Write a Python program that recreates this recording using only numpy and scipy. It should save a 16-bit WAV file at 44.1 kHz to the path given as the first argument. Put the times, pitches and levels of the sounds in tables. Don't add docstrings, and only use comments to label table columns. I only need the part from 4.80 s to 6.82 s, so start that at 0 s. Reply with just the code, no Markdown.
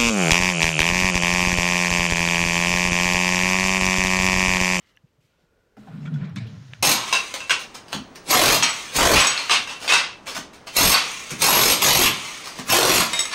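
import sys
import numpy as np
from scipy import signal
from scipy.fft import rfft, irfft
from scipy.io import wavfile
from scipy.ndimage import uniform_filter1d

SR = 44100
rng = np.random.default_rng(int(sys.argv[2]) if len(sys.argv) > 2 else 0)


def master_out(mix):
    frames = np.transpose(np.atleast_2d(mix))
    ceiling = np.clip(frames, -1, 1)
    pcm = np.round(ceiling * 32767).astype(np.int16)
    wavfile.write(sys.argv[1], SR, pcm)


def ratio(d):
    e = np.asarray(d, float) / 20
    return 10 ** e


N = 89302

# (frequency [Hz], density [dB per Hz])
HUSH = [(18, -33), (30, 0), (150, -9), (448, -13), (538, -11.5), (735, -19.5), (928, -18.5), (1030, -20),
        (15000, -38)]
# (peak time [s], peak level [dB], pitch [Hz])
PAWS = [
    (0.043, -65, 80),
    (.246, -44, 141),
    (0.393, -53.5, 135),
    (0.451, -55.5, 129),
    (0.641, -57, 160),
]
# (start [s], length [s], level [dB], centre [Hz], width as share of centre [-])
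RUSTLES = [
    (-.02, 0.22, -68, 1960, 0.23),
    (-.02, 0.24, -73.5, 2890, 0.095),
    (-.02, 0.28, -75.5, 1360, 0.22),
    (0.058, 0.067, -74.5, 3900, 0.55),
    (0.266, .03, -77, 2630, 0.21),
    (.4, 0.31, -76, 2593, 0.38),
    (0.403, .12, -75, 3861, 1.7),
    (0.497, 1, -77.5, 1430, .054),
    (.58, 0.12, -68.5, 500, 0.45),
    (.704, 0.65, -71, 450, .17),
]
# (centre [Hz], width [Hz], level [dB])
SLEEVE = [(4200, 3600, -71), (7600, 7700, -69), (12600, 3500, -82)]
# (frequency [Hz], density [dB per Hz])
DAMPER = [(350, -27.5), (600, -16), (1720, -6.5), (2500, -10), (6690, -13), (8410, -31), (9240, -18.5),
          (10600, -32), (15000, -34)]
# (time [s], peak level [dB], pitch [Hz], t60 [s])
TICKS = [(.156, -62.5, 2710, .083), (.166, -54.5, 5760, 0.0089), (.166, -60, 12400, .009),
         (.166, -60, 10000, .009), (0.1718, -49.5, 1707, 0.035), (0.1721, -43, 2870, 0.013),
         (0.173, -42, 2083, 0.0056), (.173, -60, 5600, .0083), (.968, -51, 2100, 0.025),
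         (1.035, -52, 1380, .03), (1.342, -59, 12300, .0083), (1.494, -57, 5650, .04),
         (1.496, -56, 4300, .02), (1.496, -59, 11400, .013), (1.671, -51, 2800, .03),
         (1.472, -49, 2350, .05), (1.565, -41, 1200, .03), (1.9352, -36, 3900, .005),
         (1.9345, -57, 6900, 0.0064), (1.9345, -60, 13200, .0046), (1.9353, -15, 2440, 0.0021),
         (0.969, -45, 1380, 0.023), (0.9742, -43.5, 781, 0.059), (1.0724, -52, 1543, 0.089),
          (1.0752, -41, 790, 0.1), (1.0831, -38.5, 840, 0.018), (1.0867, -47.5, 690, 0.088),
          (1.2544, -44.0, 2700, 0.02), (1.257, -40.5, 2290, 0.019), (1.2586, -38, 1310, 0.026),
          (1.2621, -43.2, 3390, 0.026), (1.2712, -42, 1600, 0.025), (1.275, -45, 3280, 0.035),
          (1.2761, -44.9, 1830, 0.046), (1.278, -37.5, 1420, 0.084), (1.2785, -49, 2330, 0.051),
          (1.3398, -51.5, 1510, 0.04), (1.3408, -48, 3399, 0.088), (1.3595, -40, 1456, 0.07),
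          (1.4166, -40, 1740, 0.02), (1.4441, -48, 1980, 0.07), (1.5623, -53, 4200, 0.016),
          (1.5625, -41.0, 2590, 0.043), (1.5643, -40.5, 1960, 0.02), (1.5669, -41.5, 5620, 0.018),
          (1.5665, -46, 1684, 0.1), (1.5686, -38.6, 3630, 0.055), (1.5724, -40.5, 2290, 0.086),
          (1.574, -41, 3030, 0.049), (1.574, -43, 4200, 0.018), (1.5837, -36, 2100, 0.02),
          (1.5866, -38, 3790, 0.018), (1.6042, -45, 2100, 0.04)]
# (time [s], level [dB], t60 [s], centre [Hz], width as share of centre [-])
RATTLES = [(0.967, -58, 0.028, 1700, 1.2), (0.969, -60.5, 0.03, 12100, .8), (0.967, -50.5, 0.2, 496, 0.47),
           (1.072, -42.5, 0.11, 750, 0.4), (1.073, -51.5, 0.27, 1560, 0.92), (1.23, -49, 0.053, 2500, 0.1),
           (1.255, -45.5, 0.096, 2190, 0.34), (1.255, -53, 0.13, 3370, 0.092),
           (1.255, -57, 0.16, 5100, 0.5), (1.269, -52, 0.12, 1430, 0.078), (1.339, -53.5, 0.17, 3070, 1.15),
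           (1.442, -52.5, 0.22, 3260, 0.22), (1.447, -51, 0.21, 2300, .3), (1.448, -58.5, 0.13, 5600, .3),
           (1.409, -52, 0.23, 2230, 0.41), (1.668, -65, 0.082, 12300, 0.31), (1.56, -38, 0.27, 2300, 0.41),
           (1.56, -40.5, 0.21, 3480, 0.37), (1.562, -43.5, 0.14, 6300, 0.31),
           (1.558, -45.5, 0.035, 8800, .35), (1.565, -40.5, 0.18, 1240, 0.65),
           (1.604, -52.5, 0.48, 2560, 0.71), (1.655, -48.5, 0.27, 450, 0.021),
           (1.667, -52, 0.14, 3200, 0.37), (1.934, -33.5, 0.021, 2230, 0.8), (1.945, -51, 0.13, 2030, 1.5)]
# (centre [Hz], width [Hz], level [dB])
RAIL_MODES = [(450, 69, 8.5), (603, 70, 9.5), (776, 61, 1), (1050, 63, 7), (1430, 150, 6.5),
              (1704, 190, -2.5), (2300, 170, -5.5), (2660, 100, -19), (3370, 46, -8), (3970, 79, -6.5),
              (5430, 240, -13.5), (6460, 900, -15.5), (9270, 400, -22.5)]
# (frequency [Hz], density [dB per Hz])
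RAIL_WASH = [(180, -3), (400, -5.5), (600, -9.5), (3000, -17.5), (4500, -25.5), (6000, -35.5), (9000, -64),
             (15000, -63)]
# (centre [Hz], width [Hz], level [dB])
BOX_MODES = [(42, 21, -22), (91, 35, -5.5), (121, 32, -4), (153, 36, -6), (200, 17.6, -13.5),
             (254.3, 22, -20.5)]
# (peak time [s], length [s], peak level [dB], pitch [Hz])
BUMPS = [(1.003, .088, -41.5, 211.7), (1.012, 0.074, -49.5, 129), (0.989, 0.019, -43.5, 278),
         (1.072, 0.016, -45, 218), (1.099, .03, -34.5, 164.5), (1.122, 0.04, -39.5, 124),
         (1.152, 0.044, -31, 157.3), (1.165, 0.036, -35, 215.3), (1.184, 0.016, -32, 145),
         (1.186, 0.033, -33, 204), (1.224, 0.048, -28.5, 150.3), (1.23, 0.037, -38, 224),
         (1.255, 0.035, -28, 149.6), (1.262, 0.026, -37, 238), (1.288, 0.037, -25, 163.2),
         (1.317, 0.04, -35.5, 257), (1.325, 0.017, -25.5, 165.6), (1.348, 0.046, -30.5, 225),
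         (1.349, 0.054, -19.5, 150.7), (1.377, .03, -22, 144), (1.402, 0.017, -28.5, 180),
         (1.424, 0.02, -20.5, 145), (1.443, 0.026, -24.5, 180), (1.472, 0.049, -28, 151.4),
         (1.493, 0.023, -33, 188), (1.518, 0.02, -27.5, 149), (1.541, 0.033, -32.5, 109),
         (1.573, 0.024, -24.5, 200), (1.573, 0.026, -37, 296), (1.587, 0.022, -24, 130),
         (1.614, 0.029, -33.5, 200), (1.619, 0.024, -27.5, 131.5), (1.641, 0.042, -27, 115.4),
         (1.671, 0.053, -43.5, 224), (1.674, 0.023, -29, 120), (1.703, 0.023, -35.6, 118),
         (1.726, 0.032, -37, 200), (1.735, 0.022, -35.5, 118), (1.751, 0.044, -35.5, 151),
         (1.77, 0.021, -34, 172), (1.78, 0.023, -32, 112), (1.8, 0.012, -36, 155),
         (1.817, 0.021, -33.5, 132), (1.862, 0.045, -38, 134.4), (1.901, 0.023, -36.5, 117),
         (1.93, 0.02, -34.5, 132), (1.957, 0.02, -47.5, 137), (1.984, 0.037, -46, 108),
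         (2.012, 0.032, -34, 100.5)]
# (time [s], box thrum [dB], rail hiss [dB])
SLIDE = [
    (1.061, -44.5, -56),
    (1.15, -30.5, -56),
    (1.25, -26.5, -51.5),
    (1.34, -32, -50),
    (1.44, -23, -49.5),
    (1.511, -51.5, -52),
    (1.543, -29.5, -56),
    (1.64, -31, -54),
    (1.95, -44.5, -65),
]
# (frequency [Hz], gain [dB])
MIC = [(6000, 0), (9500, -3), (10500, -8), (11300, -2.5), (15000, -2.5)]

HUSH_DB = -67.5
PAW_S = 0.0048
RUSTLE_RISE_S, RUSTLE_FADE_SHARE, RUSTLE_FLICKER_DB = .006, .55, 1.2
SLEEVE_START_S, SLEEVE_LENGTH_S = .975, .4
DAMPER_START_S, DAMPER_RISE_S, DAMPER_DB = 1.65, .05, -58.5
RATTLE_RISE_S, RATTLE_RING_DB = 0.00032, -8
GRIT_PER_S, GRIT_SPREAD_DB = 1200, 4.5
WASH_FLICKER_DB, RING_FLICKER_DB, RAIL_RING_DB = 1.6, 4, -2
CLOSING_TILT_DB = -8.5
THRUM_DB, BUMP_WOBBLE = -12, .015
SLIDE_START_S, SLIDE_RISE_S = .967, .003
ECHO_DB, ECHO_T60_S = -21, 0.4
LOW_CUT_HZ, TOP_HZ = 33, 15800


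def unit(x):
    return x / np.sqrt(np.mean(x ** 2))


def noise():
    return rng.standard_normal(N)


def ring(x, hz, width_hz, times=1):
    b, a = signal.iirpeak(hz, hz / width_hz, fs=SR)
    for _ in range(times):
        x = signal.lfilter(b, a, x)
    return x


def coloured(x, table):
    hz, db = np.array(table, float).T
    f = np.arange(N // 2 + 1) * SR / N + 1
    return irfft(rfft(x) * ratio(np.interp(np.log(f), np.log(hz), db)), N)


def walk(rate_hz):
    k = int(SR / rate_hz)
    held = np.repeat(rng.standard_normal(N // 50), k)[:N]
    return 1.3 * uniform_filter1d(uniform_filter1d(held, k), k)


def strike(t, start_s, rise_s, t60_s):
    u = np.clip(t - start_s, 0, None)
    return (1 - np.exp(-u / rise_s)) * ratio(-60 * u / t60_s)


def bell(t, peak_s, spread_s):
    return np.exp(-.5 * ((t - peak_s) / spread_s) ** 2)


def swell(t, start_s, length_s):
    rise = np.clip((t - start_s) / RUSTLE_RISE_S, 0, 1)
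    fade = np.clip((start_s + length_s - t) / (RUSTLE_FADE_SHARE * length_s), 0, 1)
    return rise * fade


def grit():
    hit = rng.random(N) < GRIT_PER_S / SR
    size = np.minimum(rng.exponential(size=N), 3)
    return unit(noise() * (1 + hit * ratio(GRIT_SPREAD_DB * size)))


def brushing():
    return ratio(RUSTLE_FLICKER_DB * walk(40.04)) * grit()


def metal(x, flicker_db):
    out = 0
    for hz, width_hz, db in RAIL_MODES:
        mode = ring(ring(x, hz, 2.56 * width_hz), hz, 3 * width_hz)
        out = out + ratio(db + np.roll(flicker_db, int(hz))) * mode
    return unit(out)


def room_hush():
    return ratio(HUSH_DB + 0.17 * walk(4.2)) * unit(coloured(noise(), HUSH))


def cat(t):
    out = 0
    for peak_s, db, hz in PAWS:
        out = out + ratio(db) * bell(t, peak_s, PAW_S) * np.cos(2 * np.pi * hz * (t - peak_s))
    fur = brushing()
    for start_s, length_s, db, hz, share in RUSTLES:
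        band = unit(ring(fur, hz, min(share * hz, 12000.)))
        out = out + ratio(db) * swell(t, start_s, length_s) * band
    return out


def sleeve(t):
    cloth = brushing()
    bands = sum(ratio(db) * unit(ring(cloth, hz, width_hz, 2)) for hz, width_hz, db in SLEEVE)
    return swell(t, SLEEVE_START_S, SLEEVE_LENGTH_S) * bands


def damper(t):
    level = ratio(DAMPER_DB + 0.84 * walk(13.7))
    onset = np.clip((t - DAMPER_START_S) / DAMPER_RISE_S, 0, 1)
    return level * onset * unit(coloured(noise(), DAMPER))


def ticks(t):
    out = 0
    for start_s, db, hz, t60_s in TICKS:
        out = out + ratio(db) * strike(t, start_s, .0001, t60_s) * np.sin(2 * np.pi * hz * (t - start_s))
    return out


def rattles(t):
    raw = grit()
    raw = raw + ratio(RATTLE_RING_DB) * metal(raw, np.zeros(1))
    out = 0
    for start_s, db, t60_s, hz, share in RATTLES:
        band = unit(ring(raw, hz, min(hz * share * 2, 15000.), 3))
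        out = out + ratio(db) * strike(t, start_s, RATTLE_RISE_S, t60_s) * band
    return out


def rail(db):
    wash = ratio(WASH_FLICKER_DB * walk(45.37)) * unit(coloured(grit(), RAIL_WASH))
    rings = metal(grit(), RING_FLICKER_DB * walk(34.4))
    return ratio(db) * (wash + ratio(RAIL_RING_DB) * rings)


def box_thrum(t, db):
    out = 0
    for hz, width_hz, mode_db in BOX_MODES:
        tilt_db = CLOSING_TILT_DB * (t - 3.5) * np.log2(hz / 150)
        out = out + ratio(mode_db + tilt_db) * unit(ring(noise(), hz, 2.4 * width_hz, 2))
    return ratio(db + THRUM_DB) * unit(out)


def roller_bumps(t):
    drift_s = np.cumsum(BUMP_WOBBLE * walk(30)) / SR
    out = 0
    for peak_s, length_s, db, hz in BUMPS:
        late_s = t - peak_s + drift_s - np.interp(peak_s, t, drift_s)
        tone = np.sin(2 * np.pi * (hz * late_s + rng.random()))
        out = out + ratio(db) * bell(t, peak_s, 0.34 * length_s) * tone
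    return out


def echo(x):
    n = N // 6
    tail = rng.standard_normal(n) * strike(np.arange(n) / SR, .004, .004, ECHO_T60_S)
    return ratio(ECHO_DB) * signal.fftconvolve(x, tail / np.sqrt(np.sum(tail ** 2)))[:N]


def scene():
    t = np.arange(N) / SR
    slide_s, thrum_db, hiss_db = np.array(SLIDE, float).T
    moving = np.clip((t - SLIDE_START_S) / SLIDE_RISE_S, 0, 1)
    background = room_hush() + cat(t) + sleeve(t)
    bright = damper(t) + ticks(t) + rattles(t) + moving * rail(np.interp(t, slide_s, hiss_db))
    box = moving * (box_thrum(t, np.interp(t, slide_s, thrum_db)) + roller_bumps(t))
    return (background + bright + echo(bright) + box)[None]


def band_limit(x):
    return signal.sosfilt(signal.butter(12, 15900, fs=SR, output="sos"), x)


def record(dry):
    low_cut = signal.butter(1, LOW_CUT_HZ, "high", fs=SR, output="sos")
    top_cut = signal.ellip(10, .2, 70, TOP_HZ, fs=SR, output="sos")
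    x = signal.sosfilt(low_cut, coloured(dry, MIC))
    x = signal.sosfilt(top_cut, x)
    return band_limit(x)


dry = scene()
out = record(dry)
master_out(out)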